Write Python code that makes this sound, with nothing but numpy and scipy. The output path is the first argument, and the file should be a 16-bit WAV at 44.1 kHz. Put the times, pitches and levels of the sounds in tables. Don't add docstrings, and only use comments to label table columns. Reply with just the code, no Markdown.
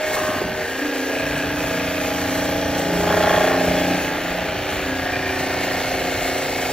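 import sys
import numpy as np
from scipy import signal
from scipy.fft import rfft, irfft
from scipy.io import wavfile
from scipy.ndimage import uniform_filter1d

SR = 44100
rng = np.random.default_rng(int(sys.argv[2]) if len(sys.argv) > 2 else 0)


def unload_wav(signal):
    wavfile.write(
        sys.argv[1],
        SR,
        np.round(np.clip(np.atleast_2d(signal).T, -1, 1) * 32767).astype(np.int16),
    )


N = 296352


def from_db(db):
    return 10 ** (np.asarray(db) / 20)


def rms_one(x):
    return x / np.sqrt(np.mean(x ** 2) + 1e-20)


def in_time(rows):
    s, *columns = np.transpose(rows)
    return [np.interp(np.arange(N) / SR, s, c) for c in columns]


def grid_hz():
    return np.maximum(np.arange(N // 2 + 1) * SR / N, 1)


def at_hz(points):
    points = np.array(points)
    return np.interp(np.log(grid_hz()), np.log(np.maximum(points[:, 0], 1)), points[:, 1])


def drift(rate_hz):
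    r = np.exp(-200 * np.pi * rate_hz / SR)
    slow = signal.lfilter([1], [1, -2 * r, r * r], rng.standard_normal(N // 100 + 2002))
    slow = slow[2000:]
    return np.interp(np.arange(N) / 100, np.arange(len(slow)), rms_one(slow - slow.mean()))


def resonate(x, modes, wander_db):
    out = 0
    for k, (hz, width_hz, level_db) in enumerate(modes):
        r = np.exp(-np.pi * width_hz / SR)
        rung = signal.lfilter([1, 0, -1], [1, -2 * r * np.cos(2 * np.pi * hz / SR), r * r], x)
        gain = from_db(level_db + wander_db * drift(0.27))
        out = out + (-1) ** k * gain * rms_one(rung)
    return rms_one(out)


def noise(colour, patchy_db, source=None):
    white = rng.standard_normal(N) if source is None else source
    spectrum = rfft(white) * from_db(at_hz(colour))
    out = 0
    for k in range(3):
        stripe = np.cos(np.pi * (np.log2(grid_hz()) * 2 - k / 3)) ** 2
        flicker_db = patchy_db * (drift(1.96) + 0.87 * drift(19.0))
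        out = out + irfft(spectrum * stripe, N) * from_db(flicker_db)
    return rms_one(out)


FADE_S = .09


def with_swells(rest_db, rows):
    t = np.arange(N) / SR
    power = from_db(rest_db) ** 2
    for start_s, end_s, level_db in rows:
        inside = np.clip(np.minimum(t - start_s, end_s - t) / FADE_S + .5, 0, 1)
        power = power + (from_db(level_db) * inside) ** 2
    return np.sqrt(power)


def ticks(turns, count, jitter_s, spread_db, strength_db):
    index = np.floor(turns * count).astype(int)
    at = np.flatnonzero(np.diff(index)) + 1
    chance = rng.standard_normal((len(at), 2))
    where = np.clip(at + (chance[:, 0] * jitter_s * SR).astype(int), 0, N - 1)
    out = np.full(N, 1e-18)
    out[where] = from_db(np.array(strength_db)[index[at] % count] + spread_db * chance[:, 1])
    return out


# frequency in Hz, relative density in dB per Hz.
RUMBLE_COLOUR = [(20, -49), (32, -21), (45, -6), (80, -1), (130, -4), (200, -7.5), (300, -50)]


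def rumble(rumble_db):
    return from_db(rumble_db) * noise(RUMBLE_COLOUR, patchy_db=2.5)


# frequency in Hz, relative density in dB per Hz.
HISS_COLOUR = [(3500, -2), (5000, -5.5), (7000, -0.5), (9500, -1.5), (12500, -6), (14300, -3.5),
               (15300, -15.5), (16000, -19.5)]


def hiss(hiss_db, stroke):
    return from_db(hiss_db + 11.5 + 0.34 * stroke) * noise(HISS_COLOUR, patchy_db=2.5)


# frequency in Hz, width in Hz, relative level in dB.
WHISTLE_BANDS = [(4615, 330, -0.5), (5640, 740, -1.5), (12460, 230, -3.5)]


def whistles(hiss_db, stroke):
    narrow = resonate(rng.standard_normal(N), WHISTLE_BANDS, wander_db=1.5)
    return from_db(hiss_db + 5.5 + 0.73 * stroke) * narrow


# time in seconds, level in dB.
GUST_LEVEL = [(.17, -61), (.25, -40), (.42, -34), (.6, -37), (.72, -51)]


def gust():
    band = signal.butter(2, [60, 480], "band", fs=SR, output="sos")
    low = signal.sosfilt(band, rng.standard_normal(N))
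    lumpy = low * from_db(8 * np.tanh(drift(14)))
    return from_db(in_time(GUST_LEVEL)[0]) * rms_one(lumpy)


# time in seconds, peak level in dB, pitch in Hz.
SHELL_THUDS = [(0.226, -22, 300), (.295, -18.5, 271), (0.338, -28, 330), (0.365, -20, 277.6),
               (.42, -16, 392.3), (.47, -24, 256)]
BUMP_S = .006


def bumps():
    t = np.arange(N) / SR
    out = 0
    for s, peak_db, hz in SHELL_THUDS:
        envelope = np.exp(-((t - s) / BUMP_S) ** 2)
        out = out + from_db(peak_db) * envelope * np.cos(2 * np.pi * (hz * t + rng.random()))
    return out


# frequency in Hz, relative density in dB per Hz.
BODY_COLOUR = [(120, -12.5), (230, -4), (420, 1), (640, 2.5), (840, 2.5), (960, -6), (1200, -44)]


def body(body_db, load):
    return from_db(body_db - 8.5 - 1.5 * load) * noise(BODY_COLOUR, patchy_db=-1.4)


LOCKED_SHARE = .22


def chatter(turns):
    patterns = rng.standard_normal((4, 600))
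    steps = np.arange(600) / 600
    locked = sum(drift(.9) * np.interp(turns % 1, steps, pattern, period=1) for pattern in patterns)
    even = rms_one(locked / uniform_filter1d(np.abs(locked), size=4000))
    return np.sqrt(LOCKED_SHARE) * even + np.sqrt(1 - LOCKED_SHARE) * rng.standard_normal(N)


# frequency in Hz, relative density in dB per Hz.
WHIRR_COLOUR = [(800, -17.5), (1000, -4.5), (1400, -0.5), (2000, 1), (2600, -2.5), (3000, -3), (3270, -7),
                (3450, -6.5), (3800, -9.5), (4200, -9.5), (5000, -19.5), (6500, -22.5)]


def whirr(turns, whirr_db, stroke, load):
    pulsing_db = whirr_db + (1.8 + 2.5 * load) * stroke
    return from_db(pulsing_db) * noise(WHIRR_COLOUR, patchy_db=.6, source=chatter(turns))


SEAT_AT = .07
RATTLE_DB = 3.5
# resonance in Hz, width in Hz, level in dB when turned away from the phone.
CASING_PANELS = [(1140, 190, -55), (1330, 220, -55), (1646, 85, -46), (1822, 75, -48), (2180, 80, -50),
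                 (2400, 130, -56), (2530, 260, -49), (3320, 260, -62), (4160, 240, -58), (5930, 240, -52)]
# start in seconds, end in seconds, panel in Hz, level in dB.
PANEL_FACING = [(.05, .4, 1822, -37), (-.1, .2, 2180, -34), (.14, .43, 1140, -32), (.3, 2.0, 1646, -41),
                (.6, .85, 1822, -38), (1.1, 2.15, 2530, -37), (1.7, 2.1, 2180, -39), (2.1, 2.85, 5930, -45),
                (2.2, 3.05, 1822, -37), (2.2, 3.6, 4160, -45), (2.3, 3.05, 3320, -43),
                (2.2, 4.15, 1646, -37), (3.05, 3.6, 1140, -32), (3.07, 3.6, 1330, -33),
                (3.08, 3.52, 1646, -28.5), (3.07, 3.5, 3320, -36), (3.7, 3.87, 3320, -39),
                (3.1, 3.62, 1822, -32), (3.05, 4.1, 2180, -40), (3.4, 4.1, 2530, -39),
                (4.85, 5.35, 1646, -40), (5.05, 5.8, 1822, -37), (5.1, 5.38, 2400, -34),
                (5.35, 6.6, 4160, -42), (5.4, 6.8, 2180, -36), (5.8, 6.8, 2530, -39)]


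def valves(turns, load):
    clicks = ticks(turns - SEAT_AT, count=6, jitter_s=.00005, spread_db=2.5,
                   strength_db=[-5, -13, 0, -11, -2, -13])
    rushing = rms_one(clicks) + 0.45 * rng.standard_normal(N)
    out = 0
    for hz, width_hz, away_db in CASING_PANELS:
        facing = [(start_s, end_s, db) for start_s, end_s, at, db in PANEL_FACING if at == hz]
        mode = [(hz, width_hz, 0)]
        ringing = resonate(resonate(rushing, mode, wander_db=0), mode, wander_db=1.2)
        out = out + with_swells(away_db, facing) * ringing * from_db(RATTLE_DB * load * drift(45))
    return out


# multiple of the shaft speed, level in dB over the rumble.
LOW_ORDERS = [(2, -16.5), (3, -7.5), (4, -16), (5, -11.5), (6, -9.5), (7, -10)]
WHINE_ORDERS = [52, 55, 56, 62]
# start in seconds, end in seconds, multiple of the shaft speed, level in dB.
TONE_SPOTS = [(1.3, 2.3, 6, -43), (2.3, 2.9, 6, -38), (2.9, 3.2, 6, -28), (3.2, 3.55, 6, -33),
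              (3.55, 4.0, 6, -29), (4.0, 4.6, 6, -38), (.7, 2.95, 9, -32), (2.95, 3.42, 9, -36),
              (3.44, 3.98, 9, -27), (3.98, 4.4, 9, -35), (4.85, 6.8, 9, -35), (.8, 3.02, 10, -31),
              (3.75, 4.2, 10, -31), (4.2, 5.8, 10, -38), (2.9, 3.4, 11, -32), (3.4, 4.25, 11, -38),
              (2.7, 4.0, 12, -38), (3.4, 3.62, 12, -31), (-.1, 1.15, 13, -37), (4.5, 6.8, 13, -38),
              (5.1, 5.4, 13, -35), (2.85, 3.45, 14, -28), (3.45, 3.8, 14, -32), (1.0, 1.5, 15, -36),
              (2.7, 4.0, 15, -38), (3.4, 3.62, 15, -32), (.55, 1.3, 16, -36), (1.6, 2.85, 16, -35),
              (6.0, 6.8, 16, -37), (.7, 6.8, 18, -38), (5.9, 6.8, 18, -36), (2.4, 4.0, 19, -35),
              (3.2, 3.8, 20, -34), (-.1, .35, 21, -27), (.35, .65, 21, -32), (1.75, 3.15, 21, -35),
              (3.15, 3.85, 21, -27), (3.85, 5.8, 21, -41), (5.8, 6.8, 21, -36), (1.1, 3.0, 22, -35),
              (3.0, 3.4, 22, -28), (3.4, 4.0, 22, -34), (4.2, 4.6, 22, -35), (2.5, 4.0, 23, -36),
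              (4.9, 6.8, 24, -36), (3.4, 3.6, 25, -33), (4.95, 6.8, 25, -38), (3.4, 3.6, 26, -33),
              (2.2, 3.4, 27, -40), (3.4, 3.95, 27, -31), (2.0, 3.05, 28, -35), (3.05, 3.45, 28, -27),
              (3.42, 4.0, 28, -36), (4.2, 4.75, 28, -35), (2.9, 3.4, 29, -32), (3.8, 4.2, 29, -35),
              (-.1, .8, 52, -41), (.6, 1.05, 55, -39), (1.05, 4.3, 55, -44), (-.1, .4, 56, -39),
              (.75, 1.9, 56, -37.5), (4.8, 5.3, 56, -35.5), (.3, 1.0, 62, -42), (5.0, 6.3, 62, -43)]
REST_DB = -23
DEEP_AT, THUMP_AT = .7, .9


def hum(turns, body_db, rumble_db):
    rests = [(k, rumble_db + db) for k, db in LOW_ORDERS]
    rests += [(k, body_db + REST_DB) for k in [*range(8, 31), *WHINE_ORDERS]]
    out = 0
    for k, rest_db in rests:
        spots = [(start_s, end_s, db) for start_s, end_s, at, db in TONE_SPOTS if round(at) == k]
        gain = np.sqrt(2) * with_swells(rest_db + 3.0 * drift(1.3), spots) * from_db(1.7 * drift(5.0))
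        place = DEEP_AT if k < 14 else THUMP_AT
        start_rad = rng.standard_normal() * (1.7 if k % 3 else .25)
        scatter_rad = start_rad + .5 * drift(.5) + .2 * drift(4)
        out = out + gain * np.cos(2 * np.pi * k * (turns - place) + scatter_rad)
    return out


# resonance in Hz, width in Hz, relative level in dB.
KNOCK_RING = [(382, 300, -5), (607, 200, -3), (1100, 350, -8)]
KNOCK_IDLE_DB, KNOCK_FULL_DB = -45, -23


def knock(turns, load):
    clicks = ticks(turns - SEAT_AT, count=7, jitter_s=.0001, spread_db=3.5,
                   strength_db=[0, -12, -20, -9, -20, -2, .5])
    level_db = KNOCK_IDLE_DB + (KNOCK_FULL_DB - KNOCK_IDLE_DB) * load
    return from_db(level_db) * resonate(clicks, KNOCK_RING, wander_db=3.0)


# time in seconds, speed in turns per second.
SHAFT_SPEED = [(0, 29.42), (2.84, 29.43), (3.0, 29.12), (3.16, 29.45), (3.54, 29.9), (3.74, 29.45),
               (3.94, 29.65), (4.44, 29.43), (6.72, 29.42)]
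# time in seconds, share of full load.
LOAD_SHARE = [(2.9, .2), (3.08, .72), (3.45, .7), (3.55, .45), (3.9, .25), (4.1, .15)]
# time in seconds, rumble in dB, body in dB, whirr in dB, hiss in dB.
LAYER_LEVELS = [(0, -50, -24.5, -29.5, -50.5), (.12, -46.5, -22.5, -30, -44.5),
                (.5, -39, -25.5, -31.5, -47.5), (.9, -53.5, -26, -31, -46), (1.16, -43, -24, -31, -45.5),
                (1.33, -36, -24, -29, -46), (1.7, -35, -24.5, -30.5, -43.5), (2.0, -37, -26, -30, -43.5),
                (2.95, -37.5, -22.5, -30.5, -44.5), (3.15, -33.5, -19.5, -28.5, -43),
                (3.5, -35.5, -20, -27.5, -44), (3.9, -34.5, -21.5, -28, -43.5),
                (4.15, -38, -23.5, -29.5, -48.5), (4.85, -36, -25, -28, -51), (5.0, -37, -26, -30, -47.5),
                (5.6, -35.5, -22.5, -29, -44.5), (6.72, -38.5, -24.5, -30, -44.5)]
KNOCK_AT_S = 3.077
THROB_LOW_DB, THROB_HIGH_DB = 2.8, 1.3


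def scene():
    speed, = in_time(SHAFT_SPEED)
    rumble_db, body_db, whirr_db, hiss_db = in_time(LAYER_LEVELS)
    load = np.clip(in_time(LOAD_SHARE)[0], 0, 1)
    turns = np.cumsum(speed) / SR
    turns = turns - turns[round(KNOCK_AT_S * SR)]
    stroke = np.cos(2 * np.pi * 3 * (turns - SEAT_AT))
    throb = (.45 + .5 * load ** 2) * np.cos(2 * np.pi * (turns - .65 - .3 * load))

    background = rumble(rumble_db) + hiss(hiss_db, stroke) + whistles(hiss_db, stroke)
    handling = gust() + bumps()
    low = body(body_db, load) + hum(turns, body_db, rumble_db)
    high = whirr(turns, whirr_db, stroke, load) + valves(turns, load)
    pump = from_db(THROB_LOW_DB * throb) * low + from_db(THROB_HIGH_DB * throb) * high + knock(turns, load)
    field = background + handling + pump
    return np.array([field, field])


# frequency in Hz, phase of left relative to right in radians.
SIDE_PHASE = [(1, 0), (300, 0), (860, .1), (1900, .03), (2500, .7), (3700, .15), (4400, 1.0), (5000, 2.3),
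              (5510, 1.5), (7240, 2.3), (8300, np.pi), (11500, np.pi), (12000, 3.7), (14400, 4.6),
              (15400, 6.0)]
# frequency in Hz, left over right in dB.
SIDE_TILT = [(220, 0), (400, -1.3), (1300, .8), (2400, 0)]
# frequency in Hz, level in dB before a 1 dB lift.
SCATTERED_PART = [(60, -46), (150, -42), (330, -18), (800, -9.5), (1380, -10), (1900, -37), (2500, -7),
                  (3700, -13.5), (4500, -8.5), (7000, -7), (8100, -9), (8400, -89), (11200, -52),
                  (11800, -5), (15000, -14.5)]
CUTOFF_HZ = 15740


def record(dry):
    short = signal.stft(dry[0], nperseg=2048)[2]
    random_phase = np.exp(2j * np.pi * rng.random(short.shape))
    scattered = signal.istft(short * random_phase, nperseg=2048)[1][:N]
    field = rfft(dry[0])
    wide = rfft(scattered) * from_db(at_hz(SCATTERED_PART) + 1.0)
    half = np.exp(.5j * at_hz(SIDE_PHASE)) * from_db(at_hz(SIDE_TILT) / 2)
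    sides = irfft(np.array([(field + wide) * half, (field - wide) / half]), N)
    top_cut = signal.ellip(16, .5, 80, CUTOFF_HZ, fs=SR, output="sos")
    return signal.sosfilt(top_cut, sides)


dry = scene()
out = record(dry)
unload_wav(out)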